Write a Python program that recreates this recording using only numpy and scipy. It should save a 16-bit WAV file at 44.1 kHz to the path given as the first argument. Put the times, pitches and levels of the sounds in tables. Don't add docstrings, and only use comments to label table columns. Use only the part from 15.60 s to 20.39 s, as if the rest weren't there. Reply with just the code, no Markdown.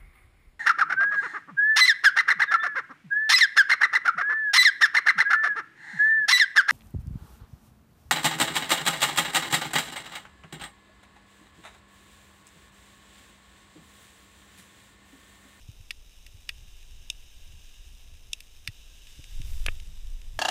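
import sys
import numpy as np
from scipy import signal
from scipy.fft import rfft, irfft, next_fast_len
from scipy.io import wavfile
from scipy.ndimage import uniform_filter1d

SR = 44100
rng = np.random.default_rng(int(sys.argv[2]) if len(sys.argv) > 2 else 0)


def to_wav(sig):
    pcm = np.clip(np.atleast_2d(sig), -1, 1) * 32767
    pcm = np.round(pcm).astype(np.int16)
    wavfile.write(sys.argv[1], SR, pcm.T)


N = 211274


def undb(db):
    return 10 ** (np.asarray(db) / 20)


def unit(x):
    return x / np.sqrt(np.mean(x ** 2))


def level_curve(table):
    times, levels = np.transpose(table)
    return np.interp(np.arange(N) / SR, times, levels)


def add(track, s, sound):
    start = max(int(s * SR), 0)
    part = sound[:max(N - start, 0)]
    track[start:start + len(part)] += part


def colour(x, spectrum, bumps=()):
    size = 2 * next_fast_len(len(x))
    hz = np.maximum(np.fft.rfftfreq(size, 1 / SR), 1)
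    points, levels = np.transpose(spectrum)
    db = np.interp(np.log(hz), np.log(points), levels)
    for centre, width, height in bumps:
        db = db + height * np.exp(-2 * ((hz - centre) / width) ** 2)
    cepstrum = irfft(np.log(undb(db)))
    cepstrum[1:size // 2] *= 2
    cepstrum[size // 2 + 1:] = 0
    response = np.exp(rfft(cepstrum))
    return irfft(rfft(x, size) * response)[:len(x)]


def walk(rate):
    hold = max(int(SR / rate), 1)
    steps = rng.standard_normal(N)[np.arange(N) // hold]
    smooth = uniform_filter1d(steps, hold)
    return unit(uniform_filter1d(smooth, hold))


# (pitch [Hz], relative level [dB])
FIELD_TONE = [(30, -22), (150, 4.5), (300, 1.5), (550, -2), (1000, -3.5), (2000, -10), (5000, -27),
              (16000, -21)]
FIELD_DB = -68.5


def field(sway_db=0.2):
    rush = unit(colour(rng.standard_normal(N), FIELD_TONE))
    return rush * undb(FIELD_DB + sway_db * walk(3.114))


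def buffet(level_db, spectrum, evenness):
    eddies = unit(colour(rng.standard_normal(N), spectrum))
    power = uniform_filter1d(eddies ** 2, SR // 10)
    return unit(eddies / power ** (evenness / 2)) * undb(level_db)


# (time [s], level [dB])
GUST_LEVEL = [(0, -49), (2.1, -48), (2.9, -50.5), (3.63, -51), (3.77, -34.5), (4.07, -28.5), (4.2, -37.5),
              (4.55, -37.5), (4.79, -38.5)]
# (pitch [Hz], relative level [dB])
RUMBLE_TONE = [(5, -17), (15, 3), (22, 5), (32, -3.5), (45, -8.5), (58, -13), (80, -25), (200, -60.5)]
# (pitch [Hz], relative level [dB])
EDDY_TONE = [(25, -14), (55, 7), (85, 0.5), (120, -9.5), (170, -17), (250, -27.5), (500, -39.5),
             (1500, -58)]
EDDY_DB, EDDY_GROWTH = -56.5, 0.56


def wind(trim_db=1, deep_flutter_db=2.0, fine_flutter_db=4.0, flutters_per_s=11):
    gust_db = level_curve(GUST_LEVEL)
    deep_db = gust_db + trim_db + deep_flutter_db * walk(flutters_per_s)
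    growth_db = EDDY_GROWTH * (gust_db - gust_db[0])
    fine_db = EDDY_DB + growth_db + fine_flutter_db * walk(flutters_per_s)
    rumble = buffet(deep_db, RUMBLE_TONE, evenness=0.98)
    swirls = buffet(fine_db, EDDY_TONE, evenness=0.32)
    return rumble + swirls


# (time [s], level of the swing's envelope peak [dB], pitch [Hz], thud relative to the swing [dB])
KNOCKS_ON_CAMERA = [(0.088, -34.5, 103, -22), (0.2, -40.5, 84.5, -22), (0.744, -40, 78, -24),
                    (1.937, -40, 72, -34), (3.085, -32, 102, -25.5), (3.590, -41, 105, -5.5),
                    (3.799, -33, 113, -19.5), (4.080, -32.5, 92, -14.5)]
KNOCK_SWELL_CYCLES = 0.47


def knocks(case_hz=300, rub_db=-5):
    out, t = np.zeros(N), np.arange(SR // 8) / SR
    rub_tone = [(100, -4.5), (350, -10), (520, -20.5), (900, -33), (2000, -58)]
    for s, db, hz, thud_db in KNOCKS_ON_CAMERA:
        swell = KNOCK_SWELL_CYCLES / hz
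        shape = t / swell * np.exp(1 - t / swell)
        rub = unit(colour(rng.standard_normal(len(t)), rub_tone))
        case_note = np.sin(2 * np.pi * case_hz * t) * np.exp(-t / (2 * swell))
        thud = undb(rub_db) * rub + case_note
        swing = -np.sin(2 * np.pi * hz * t)
        add(out, s, undb(db) * shape * (undb(thud_db) * thud + swing))
    return out


def crack(t, length, fall_s=0.00186):
    shape = np.exp(-np.maximum(t - length, 0) / fall_s)
    burst = rng.standard_normal(len(t)) * shape
    for _ in range(4):
        even = irfft(np.exp(1j * np.angle(rfft(burst))), len(t))
        burst = even * np.sqrt(shape)
    return burst / np.sqrt(np.mean(burst[t < length] ** 2))


def set_onset(sound, t, db):
    return undb(db) * sound / np.sqrt(np.mean(sound[t < .003] ** 2))


# (pitch [Hz], relative level [dB], time to fall by 60 dB [s])
SNAP_RINGS = [(1850, -21, 0.058), (2300, -45, 0.021), (2673, -27.5, 0.11), (3190, -1, 0.015),
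              (4000, -38, 0.045), (4840, -33, .03), (6900, -26, .04)]


def snaps(events, spectrum, body, trim_db, ring_db, scatter_db, scatter_t60=0.044, dull_db_per_octave=48):
    out, t = np.zeros(N), np.arange(SR // 10) / SR
    ring = np.zeros(len(t))
    for hz, db, t60 in SNAP_RINGS:
        ring += undb(ring_db + db - 60 * t / t60) * np.sin(2 * np.pi * hz * t)
    points, levels = np.transpose(spectrum)
    grid = np.geomspace(points[0], points[-1], 60)
    base_db = np.interp(np.log(grid), np.log(points), levels)
    for s, db, length, brightness, dull_hz in events:
        scatter = undb(scatter_db - 60 * t / scatter_t60) * rng.standard_normal(len(t))
        octaves = np.log2(grid / dull_hz)
        outline = base_db + brightness * octaves - dull_db_per_octave * np.clip(octaves, 0, 1)
        sound = colour(crack(t, length) + ring + scatter, np.column_stack([grid, outline]), body)
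        add(out, s, set_onset(sound, t, db + trim_db))
    return out


# (time [s], level before trim_db [dB],
# crack length [s], brightness [dB per octave], dull above [Hz])
CLACK_TIMES = [(4.0631, -15.5, 0.00164, .3, 14000), (4.0836, -16, .0024, -.3, 2970)]
# (pitch [Hz], relative level [dB])
CLACK_TONE = [(150, -22), (700, -17.5), (1850, -6.5), (2700, -11), (6000, -15.5), (11000, -22.5),
              (15000, -35)]
# (pitch [Hz], width [Hz], level change [dB])
CLACK_HOLLOWS = [(545, 300, 7.5), (860, 210, -4.5), (1250, 98, 4.5), (1720, 110, 4.5), (1970, 110, -6),
                 (2490, 490, 10), (3720, 940, 6.5), (8000, 1800, -4.5), (10400, 1700, 8), (12400, 350, 6)]


def hand_clacks():
    return snaps(CLACK_TIMES, CLACK_TONE, CLACK_HOLLOWS, trim_db=-8.0, ring_db=-9, scatter_db=-17)


# (time [s], level before trim_db [dB],
# crack length [s], brightness [dB per octave], dull above [Hz])
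CLICK_TIMES = [(1.5003, -11.5, .0018, 0.11, 13000), (2.7313, -11.5, 0.00235, 0.15, 14100)]
# (pitch [Hz], relative level [dB])
CLICK_TONE = [(150, -68), (700, -63), (1850, -34), (2700, -12), (6000, -16), (11000, -25), (15000, -35)]
# (pitch [Hz], width [Hz], level change [dB])
CLICK_HOLLOWS = [(2680, 580, 11), (3160, 190, -10), (3620, 510, 11.5), (4270, 430, -12.5), (5430, 710, 6.5),
                 (6460, 180, 10), (7600, 430, 8), (8100, 250, -6), (9400, 660, 8.5), (10400, 300, 3.5),
                 (12000, 350, 4)]


def trigger_clicks():
    return snaps(CLICK_TIMES, CLICK_TONE, CLICK_HOLLOWS, trim_db=-12.5, ring_db=-13.5, scatter_db=-14.5)


# (time [s], level before trim_db
# [dB], # crack length [s], brightness [dB per octave], dull above [Hz])
STRIKE_TIMES = [(0.3071, -19, 0.0033, 0.1, 12000), (0.6644, -37.5, 0.003, 5, 13000),
                (0.8909, -19, 0.0026, 0.2, 14000), (2.804, -33, .0018, 6.5, 13000),
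                (3.0753, -17.5, 0.0021, 1.2, 14000)]
# (pitch [Hz], relative level [dB])
STRIKE_TONE = [(150, -35), (700, -38), (1850, -9), (2700, -8.5), (6000, -17.5), (11000, -27), (15000, -39)]
# (pitch [Hz], width [Hz], level change [dB])
STRIKE_HOLLOWS = [(1490, 87, -11), (1920, 75, 7), (2690, 540, 9), (3160, 250, -7), (3520, 180, 7),
                  (4720, 380, 3.5), (5290, 410, 6), (7150, 1740, -6), (8000, 660, 4.5), (9260, 670, -2),
                  (11770, 1200, 6)]


def striker_snaps():
    return snaps(STRIKE_TIMES, STRIKE_TONE, STRIKE_HOLLOWS, trim_db=-8.0, ring_db=-15.5, scatter_db=-9.5)


def fizz(level_db, spectrum, bumps, grain_db, grains_per_s=900, grain_spread_db=3):
    sparks = (rng.random(N) < grains_per_s / SR) * rng.choice([-1, 1], N)
    sparks = sparks * undb(grain_spread_db * np.minimum(rng.exponential(size=N), 5))
    mix = rng.standard_normal(N) + undb(grain_db) * unit(sparks)
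    jet = unit(colour(mix, spectrum, bumps))
    flutter_db = .45 * walk(45)
    return jet * undb(level_db + flutter_db)


# (opening time [s], closing time [s], hiss level at first [dB])
PUFFS = [(0.86, 2.26, -64.5), (3.1, 3.803, -61)]
GAS_ATTACK_S, GAS_RELEASE_S, GAS_SWELL_DB_PER_S = 0.029, 0.11, 2.2


def gas_flow_db():
    t, flow = np.arange(N) / SR, 1e-6
    for opens, closes, db in PUFFS:
        held = np.clip(t, opens, closes) - opens
        attack = np.minimum(held / GAS_ATTACK_S, 1)
        release = np.exp(-np.maximum(t - closes, 0) / GAS_RELEASE_S)
        flow = flow + attack * release * undb(db + GAS_SWELL_DB_PER_S * held)
    return 20 * np.log10(flow)


# (pitch [Hz], relative level [dB])
JET_TONE = [(300, -38), (1300, -23), (2100, -12.5), (2700, -1.5), (3900, -3), (5200, -1), (7000, -0.5),
            (9500, -8.5), (11000, -24), (13500, -7.5), (16000, -19)]
# (pitch [Hz], width [Hz], level change [dB])
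NOZZLE_RESONANCES = [(1610, 160, 18), (2930, 250, 3), (3730, 210, 3.5)]
# (pitch [Hz], width [Hz], level change [dB])
CASE_RESONANCES = [(1700, 190, 6.5), (2795, 870, 10), (3770, 400, 8), (4314, 350, -6), (5300, 220, 4.5),
                   (6400, 960, 2.5), (7080, 280, -9.5), (7300, 260, 2.5), (7900, 360, -3), (9480, 310, 4),
                   (11200, 1200, -3), (12200, 1500, 1.5)]


def gas_jet():
    bumps = list(CASE_RESONANCES) + list(NOZZLE_RESONANCES)
    return fizz(gas_flow_db(), JET_TONE, bumps, grain_db=-11)


# (time [s], level before trim_db [dB])
LARGE_SPITS = [(1.2276, -43), (2.5395, -47), (3.47, -39.5), (3.6404, -35.5), (3.8163, -32.5), (4.1998, -35),
               (4.6154, -42)]
# (pitch [Hz], relative level [dB])
SPIT_TONE = [(300, -20), (1300, -12), (2200, 3), (4000, 0.5), (7000, 1), (11000, -7), (16000, -30)]
# (time [s], level [dB])
FIRST_HISS = [(0, -61), (.7, -61), (2.7, -60), (3.8, -60), (4.79, -64)]
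# (time [s], level [dB])
SECOND_HISS = [(3.1, -79), (3.44, -65), (3.49, -57), (3.57, -61), (3.8, -58), (4.05, -56.5), (4.3, -61),
               (4.79, -63.5)]
SPITS_PER_S, SPIT_OVER_HISS_DB = 6, 10.5


def spits(trim_db=-10, length=0.0025, spread_db=2):
    out, t = np.zeros(N), np.arange(SR // 20) / SR
    hiss_power = undb(level_curve(FIRST_HISS)) ** 2 + undb(level_curve(SECOND_HISS)) ** 2
    hiss_db = 10 * np.log10(hiss_power)
    small = []
    for when, size in rng.random((int(SPITS_PER_S * N / SR), 2)):
        db = hiss_db[int(when * N)] + SPIT_OVER_HISS_DB + spread_db * (2 * size - 1)
        small.append((when * N / SR, db))
    for s, db in list(LARGE_SPITS) + small:
        sound = colour(crack(t, length), SPIT_TONE, CASE_RESONANCES)
        add(out, s, set_onset(sound, t, db + trim_db))
    return out


# (pitch [Hz], relative level [dB])
SECOND_TONE = [(300, -30), (1200, -7.5), (2000, 0.5), (3000, -1.5), (4500, 3.5), (6000, 1.5), (7800, -2),
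               (9500, -2.5), (12300, -10.5), (14000, -24), (16000, -22)]
# (pitch [Hz], width [Hz], level change [dB])
TUBE_RESONANCES = [(2930, 490, 7.5), (3600, 290, 9), (4420, 360, -10), (5500, 380, 1.5), (6800, 240, -3),
                   (7650, 600, 3.5), (9000, 370, -6), (11600, 600, -1), (12100, 570, 10.5)]


def second_sparkler():
    return fizz(level_curve(SECOND_HISS), SECOND_TONE, TUBE_RESONANCES, grain_db=1.5)


# (pitch [Hz], relative level [dB])
FIRST_TONE = [(300, -40), (1200, -15.5), (2000, -5.5), (2600, -3.5), (4000, -1.5), (6000, 0.5),
              (8000, -2.5), (10500, -7), (14000, -9), (16000, -10)]


def first_sparkler():
    return fizz(level_curve(FIRST_HISS), FIRST_TONE, CASE_RESONANCES, grain_db=-2.0)


def scene():
    background = field() + wind() + knocks()
    lighter = trigger_clicks() + striker_snaps() + gas_jet()
    sparklers = spits() + second_sparkler() + first_sparkler()
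    return (background + hand_clacks() + lighter + sparklers)[None]


TOP_HZ = 15200


def record(dry):
    low_pass = signal.ellip(8, .2, 70, TOP_HZ, fs=SR, output="sos")
    return signal.sosfilt(low_pass, dry)


dry = scene()
out = record(dry)
to_wav(out)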